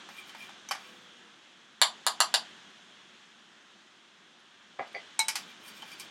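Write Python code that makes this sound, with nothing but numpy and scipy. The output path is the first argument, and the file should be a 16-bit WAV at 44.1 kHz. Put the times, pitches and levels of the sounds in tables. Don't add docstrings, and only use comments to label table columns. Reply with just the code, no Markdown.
import sys
import numpy as np
from scipy import signal
from scipy.fft import rfft, irfft
from scipy.io import wavfile
from scipy.ndimage import uniform_filter1d

SR = 44100
rng = np.random.default_rng(int(sys.argv[2]) if len(sys.argv) > 2 else 0)


def store_wav(level_fs):
    pcm = np.round(np.clip(np.atleast_2d(level_fs), -1, 1) * 32767)
    wavfile.write(sys.argv[1], SR, pcm.T.astype(np.int16))


def level_to_linear(level):
    exponent = np.asarray(level, float) / 20
    return 10 ** exponent


N = 269251

# f/Hz, level/dB, free t60/s
SPOON_MODES = [(1120, -7, .08), (1880, -14, .08), (2370, -2, .12), (3080, -2, .1), (4600, -5, .1),
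               (5290, -6, .1), (6560, -14, .08), (7550, -11, .09), (8250, -13, .07), (9430, -11, .09),
               (10700, -16, .07), (11500, -12, .09), (13150, -17, .07), (14550, -22, .06),
               (15450, -22, .06)]


def evened(x):
    return x / np.sqrt(np.mean(x ** 2) + 1e-20)


def read(points, hz):
    f, value = np.transpose(points)
    return np.interp(np.log(hz + 1), np.log(f + 1), value)


def add(mix, s, sound):
    part = mix[round(s * SR):][:len(sound)]
    part += sound[:len(part)]


def levelled(x, size):
    spectrum = rfft(x, 2 * len(x))
    humps = np.sqrt(uniform_filter1d(abs(spectrum) ** 2, size) + 1e-20)
    return irfft(spectrum / humps)[:len(x)]


def coloured(x, points, bright=0.):
    hz = np.fft.rfftfreq(len(x), 1 / SR)
    tilt_db = bright * np.log2(hz / 3000 + 0.0015321)
    return evened(irfft(rfft(x) * level_to_linear(read(points, hz) + tilt_db), len(x)))


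def ring(modes, bright=0., length=0.84, favoured_hz=3000, favour_db=0., contact_s=0.000067):
    hz, db, t60 = np.transpose(modes)[:, :, None]
    t = np.arange(SR // 3) / SR
    share_db = db + bright * np.log2(hz / 3000) + .8 * rng.standard_normal(hz.shape)
    share_db += favour_db * np.exp(-(np.log2(hz / favoured_hz) / 0.2) ** 2)
    sign = (-1) ** np.arange(len(hz))[:, None]
    decay = level_to_linear(share_db - 60 * t / (t60 * length))
    waves = sign * decay * np.sin(2 * np.pi * hz * t)
    return waves.sum(0) * (1 - np.exp(-t / contact_s))


def crack(colour, db, bright, t60):
    t = np.arange(4096) / SR
    burst = levelled(rng.standard_normal(len(t)) * level_to_linear(-60 * t / t60), size=40)
    padded = np.r_[burst, burst * 0]
    burst = coloured(padded, colour, bright)[:len(t)] * (1 - np.exp(-t / 0.00021))
    return level_to_linear(db) * burst / abs(burst).max()


def fan():
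    # f/Hz, relative level/dB per Hz
    hiss_colour = [(40, -33), (90, -15.5), (150, -16), (200, 1.5), (280, -10), (335, -3), (450, -11.5),
                   (1000, -7.5), (1650, -4), (2300, -9), (3350, -3), (4600, -15), (6450, -15.5),
                   (9000, -27.5), (11500, -39.5), (15000, -53)]
    frames, hz = N // 256 + 5, np.fft.rfftfreq(1024, 1 / SR)
    real, imaginary, patches = rng.standard_normal((frames, 513, 3)).T
    patches = evened(uniform_filter1d(uniform_filter1d(patches, 10, 0), 14, 1))
    level_db = read(hiss_colour, hz)[:, None] + .7 * patches
    hiss = signal.istft((real + 1j * imaginary) * level_to_linear(level_db), nperseg=1024, noverlap=768)[1]
    return evened(hiss[:N]) * level_to_linear(-50)


def stroke():
    # peak t/s, pressure level/dB, rise/s, fall/s, squeak level/dB
    slides = [(0.1, -73.5, 0.01288, 0.04636, -76), (0.188, -65, 0.083, 0.039, -47.5),
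              (0.287, -69, 0.0458, 0.03678, -74), (0.418, -66.5, 0.08321, 0.0924, -53.5),
              (0.5, -97.5, 0.0398, 0.12, -66.5), (0.84, -74, 0.14558, 0.259, -68.5),
              (5.292, -57.5, 0.003746, 0.0171, -70.5), (5.361, -62.5, 0.013, 0.08933, -76),
              (5.5, -73, 0.045, 0.03654, -73.5), (5.69, -60, 0.07899, 0.02588, -77.5),
              (5.776, -65, 0.0617, 0.0481, -85.5), (5.925, -66, 0.1111, 0.04306, -58),
              (6.007, -59, 0.02465, 0.03003, -80.5), (6.045, -75, 0.0311, 0.03493, -78.5)]
    fade_db, bend = 19, 1.6
    squeak_width = .5
    t, pressure, squeak = np.arange(N) / SR, 0, 0
    for s, db, rise, fall, squeak_db in slides:
        away = np.maximum((s - t) / rise, (t - s) / fall)
        pressure = pressure + level_to_linear(db - fade_db * away ** bend)
        squeak = squeak + level_to_linear(squeak_db - fade_db * (away / squeak_width) ** bend)
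    return pressure, squeak


def scrape():
    # f/Hz, relative level/dB per Hz
    grit_colour = [(500, -8), (1500, 22.5), (3000, 20), (6000, 24), (10000, 24.5), (16000, 26.5)]
    slips_per_s, squeak_mode = 8000, 2
    slide_tilt_db = -0.5
    damped_share = .35
    t = np.arange(N) / SR
    pressure, squeak = stroke()
    sizes = level_to_linear(3 * np.minimum(rng.exponential(1, N), 3))
    slips = evened(rng.standard_normal(N) * sizes * (rng.random(N) < slips_per_s / SR))
    out = level_to_linear(3.5) * pressure * coloured(slips, grit_colour)
    steps = np.arange(0, t[-1] + 1, .04)
    for k, (hz, db, t60) in enumerate(SPOON_MODES):
        grip = level_to_linear(4.4 * np.interp(t, steps, rng.standard_normal(len(steps))))
        drive = level_to_linear(4.5 + slide_tilt_db * np.log2(hz / 6000)) * pressure * grip
        if k == squeak_mode:
            drive = drive + squeak
        r = 1000 ** (-1 / (damped_share * t60 * SR))
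        poles = [1, -2 * r * np.cos(2 * np.pi * hz / SR), r * r]
        mode = evened(signal.lfilter([1, 0, -1], poles, slips))
        out += level_to_linear(db) * drive * mode
    return out


def hits():
    # t/s, crack level/dB, bowl ring level/dB, spoon ring level/dB, f/Hz favoured by the spot
    touches = [(.089, -34.5, -50.5, -56, 826.3), (.294, -43, -62, -55.5, 3066),
               (0.349, -37.5, -49.5, -51, 888), (0.493, -40, -53, -61, 905.6),
               (.688, -45, -40.5, -41.5, 6136), (0.7106, -23, -38, -28.5, 1100),
               (0.716, -27, -41, -34.5, 5053), (.75, -36, -42.5, -49, 1102),
               (4.875, -60, -72.5, -59.5, 4857), (4.929, -52.5, -74.5, -71, 9430),
               (5.1915, -18.5, -19, -40, 8000), (5.2005, -30, -28, -45, 4000),
               (5.283, -15.5, -28, -36.5, 8771), (5.326, -74.5, -78, -60.5, 7550),
               (5.3551, -20, -47, -39, 4861), (5.68, -47.5, -72.5, -50.5, 9430),
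               (5.821, -46, -50.5, -48.5, 3080), (5.828, -41, -50.5, -62.5, 864.2),
               (5.917, -44, -60.5, -53.5, 5310), (5.998, -34.5, -47.5, -48, 8948),
               (6.006, -58.5, -55, -68.5, 5578)]
    # f/Hz, level/dB, free t60/s
    bowl_modes = [(888, -5, .25), (2223, -3, .25), (3908, -8, .2), (4102, -9, .09), (5580, -11, .1),
                  (6050, -7, .12), (6735, -15, .1), (7150, -15, .1), (8440, -7, .06), (11010, -17, .05),
                  (11900, -20, .1), (13550, -27, .12)]
    # f/Hz, relative level/dB per Hz
    crack_colour = [(180, -46), (300, -99), (689, 4.5), (2320, 4), (3460, -4), (5520, 1.5), (6740, -2),
                    (11700, -6.5), (16000, -30)]
    bright_db, neutral_hz = 2.5, 3500
    grip_share = 0.48
    rings, cracks = np.zeros((2, N))
    for s, crack_db, bowl_db, spoon_db, hz in touches:
        bright = bright_db * np.log2(hz / neutral_hz)
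        length = max(.7 + .015 * (bowl_db + 17.5), .15)
        add(rings, s, level_to_linear(bowl_db) * ring(bowl_modes, 0., length, hz, favour_db=15.5))
        add(rings, s, level_to_linear(spoon_db) * ring(SPOON_MODES, 0.28 * bright, grip_share, hz, favour_db=13.0))
        add(cracks, s, crack(crack_colour, crack_db, bright, 0.035))
    return rings, cracks


def tones():
    # t/s, f/Hz, level/dB
    sagging = [(0.82, 502, -63), (1.1, 490, -67), (1.4, 466, -68)]
    # t/s, f/Hz, level/dB, length/s
    chirp = (4.37, 10900, -68, .065)
    waver_db, wavers_per_s = 4, 7.3
    out = np.zeros(N)
    s, hz, db = np.transpose(sagging)
    t = np.arange(s[0], s[-1], 1 / SR)
    waver = np.sin(2 * np.pi * wavers_per_s * (t - s[0])) * (t - s[0]) / np.ptp(s)
    level_db = np.interp(t, s, db) + waver_db * waver
    phase = 2 * np.pi * np.cumsum(np.interp(t, s, hz)) / SR
    wave = np.sin(phase) * signal.windows.tukey(len(t), .2)
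    add(out, s[0], np.sqrt(2) * level_to_linear(level_db) * wave)
    s, hz, db, length = chirp
    t = np.arange(0, length, 1 / SR)
    add(out, s, level_to_linear(db) * np.sin(2 * np.pi * hz * t) * np.bartlett(len(t)) ** 2)
    return out


def knocks(blows, modes, contact_s, favour_db, clack_db):
    # f/Hz, relative level/dB per Hz
    clack_colour = [(240, -49), (400, -30.5), (1180, 3.5), (3370, -8), (3690, -2.5), (5430, -9.5),
                    (7170, -7), (9920, -3), (16000, -24)]
    out = np.zeros(N)
    for s, db, bright, hz in blows:
        add(out, s, level_to_linear(db) * ring(modes, bright, 0.92023, hz, favour_db, contact_s=contact_s))
        add(out, s, crack(clack_colour, db + clack_db, bright, 0.012))
    return out


def dish_raps():
    # t/s, level/dB, brightness/dB per octave, favoured f/Hz
    raps = [(1.8158, -4, 0.4437, 4150), (2.0657, -13, 0, 3600), (2.2034, -10.5, 0.0236, 1645),
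            (2.3406, -13.5, -0.8212, 3600)]
    # f/Hz, level/dB, free t60/s
    dish_modes = [(661.08, -8, 0.009177), (1101.9, 0.5, 0.007941), (1332.8, -9, 0.0092),
                  (1691.6, -11.5, 0.014244), (2289.6, -8.5, .006), (2727.6, -9, 0.010298),
                  (3025.2, -5.5, 0.0072), (3600, -2, 0.0064), (4150, -4, 0.01), (4664.4, -2, 0.008981),
                  (5708.5, -11.5, 0.0051), (7248.7, -1, 0.0092), (7894, -13.5, 0.0059),
                  (9696.4, -1.5, 0.0013), (11870, -2, 0.0011)]
    return knocks(raps, dish_modes, contact_s=0.000068, favour_db=0.5, clack_db=2.0)


def board_thuds():
    # t/s, level/dB, brightness/dB per octave, favoured f/Hz
    set_downs = [(4.79, -34, 0, 750), (4.794, -24, -1.5, 1100), (4.808, -42, -6.5, 750),
                 (4.944, -46.5, -5.5, 2050), (4.9485, -22.5, 12, 2050), (4.953, -33.5, -2, 4640),
                 (4.963, -46, -7.5, 2350)]
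    # f/Hz, level/dB, free t60/s
    board_modes = [(345.3, -25.5, 0.019), (560.37, -3.5, 0.01448), (750, -1.5, 0.02943), (1100, 0, 0.00603),
                   (1419, -20.5, .02), (1649.5, -8.5, 0.03128), (2050, -3, 0.02416), (2350, -4.5, 0.02532),
                   (3326.6, -22, 0.01832), (4640, -20.5, 0.02233)]
    return knocks(set_downs, board_modes, contact_s=0.0001208, favour_db=9.5, clack_db=-26)


def room(x, echo_db, tail_db):
    # delay t/s, level/dB, centre f/Hz
    reflections = [(.0052, -8, 1100), (.0068, -1, 3900), (.0073, -7, 1100), (.008, -8, 9500),
                   (.0097, -6, 4300), (.013, -10, 1000), (.0153, -5, 4300), (.016, -10, 7500),
                   (.0177, -7, 4000), (.024, -10, 2000)]
    # f/Hz, t60/s
    kitchen_decay = [(300, 0.059), (800, 0.22985), (2000, 0.14329), (5500, 0.17059), (14000, 0.11)]
    # f/Hz, level/dB
    tail_colour = [(300, 9), (1000, 0), (4000, 4), (8000, -1), (15000, -7.5)]
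    taps = np.zeros(SR // 2)
    at = np.arange(40, SR // 2 - 12, 12)
    taps[at + rng.integers(0, 12, len(at))] = rng.choice([-1., 1.], len(at))
    hz, t, bands = signal.stft(taps, SR, nperseg=128)
    decay = level_to_linear(-60 * t / read(kitchen_decay, hz)[:, None])
    dying = signal.istft(bands * decay, SR, nperseg=128)[1]
    tail = coloured(levelled(dying, size=250), tail_colour)
    response = level_to_linear(tail_db) * tail / np.linalg.norm(tail)
    response[0] += 1
    for delay, db, hz in reflections:
        window = np.hanning(round(2 * SR / hz))
        wave = np.sin(2 * np.pi * hz * np.arange(len(window)) / SR)
        add(response, delay, level_to_linear(db + echo_db) * 2 * window * wave / window.sum())
    return signal.fftconvolve(x, response)[:N]


def scene():
    rings, cracks = hits()
    near = room(rings, echo_db=-15, tail_db=-12)
    near += room(cracks + scrape(), echo_db=-4, tail_db=-1)
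    dish = room(dish_raps(), echo_db=0, tail_db=0.5)
    radiation = signal.butter(4, 515.69, "high", fs=SR, output="sos")
    small = signal.sosfilt(radiation, near + dish)
    board_band = signal.butter(2, (200, 7000), "band", fs=SR, output="sos")
    board = signal.sosfilt(board_band, room(board_thuds(), echo_db=-12, tail_db=-3.5))
    return (small + board + fan() + tones())[None]


def suppressor(x):
    shut_db, trigger_db = -12, 2
    open_s, close_s = 0.10804, 0.5356
    hop = SR // 100
    power = uniform_filter1d(np.diff(x) ** 2, 3 * hop)[::hop]
    power_db = 10 * np.log10(abs(power) + 1e-14)
    below_db = np.median(power_db) + trigger_db - power_db
    busy = 1 / (1 + np.exp(np.clip(below_db, -50, 50)))
    opening, state = np.zeros(len(busy)), 1
    for k, share in enumerate(busy):
        opening[k] = state
        state += hop / SR * (share * (1 - state) / open_s - (1 - share) * state / close_s)
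    smooth = np.interp(np.arange(len(x)), hop * np.arange(len(busy)), opening)
    return level_to_linear(shut_db * (1 - smooth))


def top_cut(x):
    return signal.sosfilt(signal.butter(12, 16860, fs=SR, output="sos"), x)


def record(dry):
    thin = signal.sosfilt(signal.butter(2, 90, "high", fs=SR, output="sos"), dry)
    thin = signal.oaconvolve(thin, signal.firwin(255, 16200, fs=SR)[None], "same")
    finished = thin * suppressor(thin[0])
    return top_cut(finished)


dry = scene()
out = record(dry)
store_wav(out)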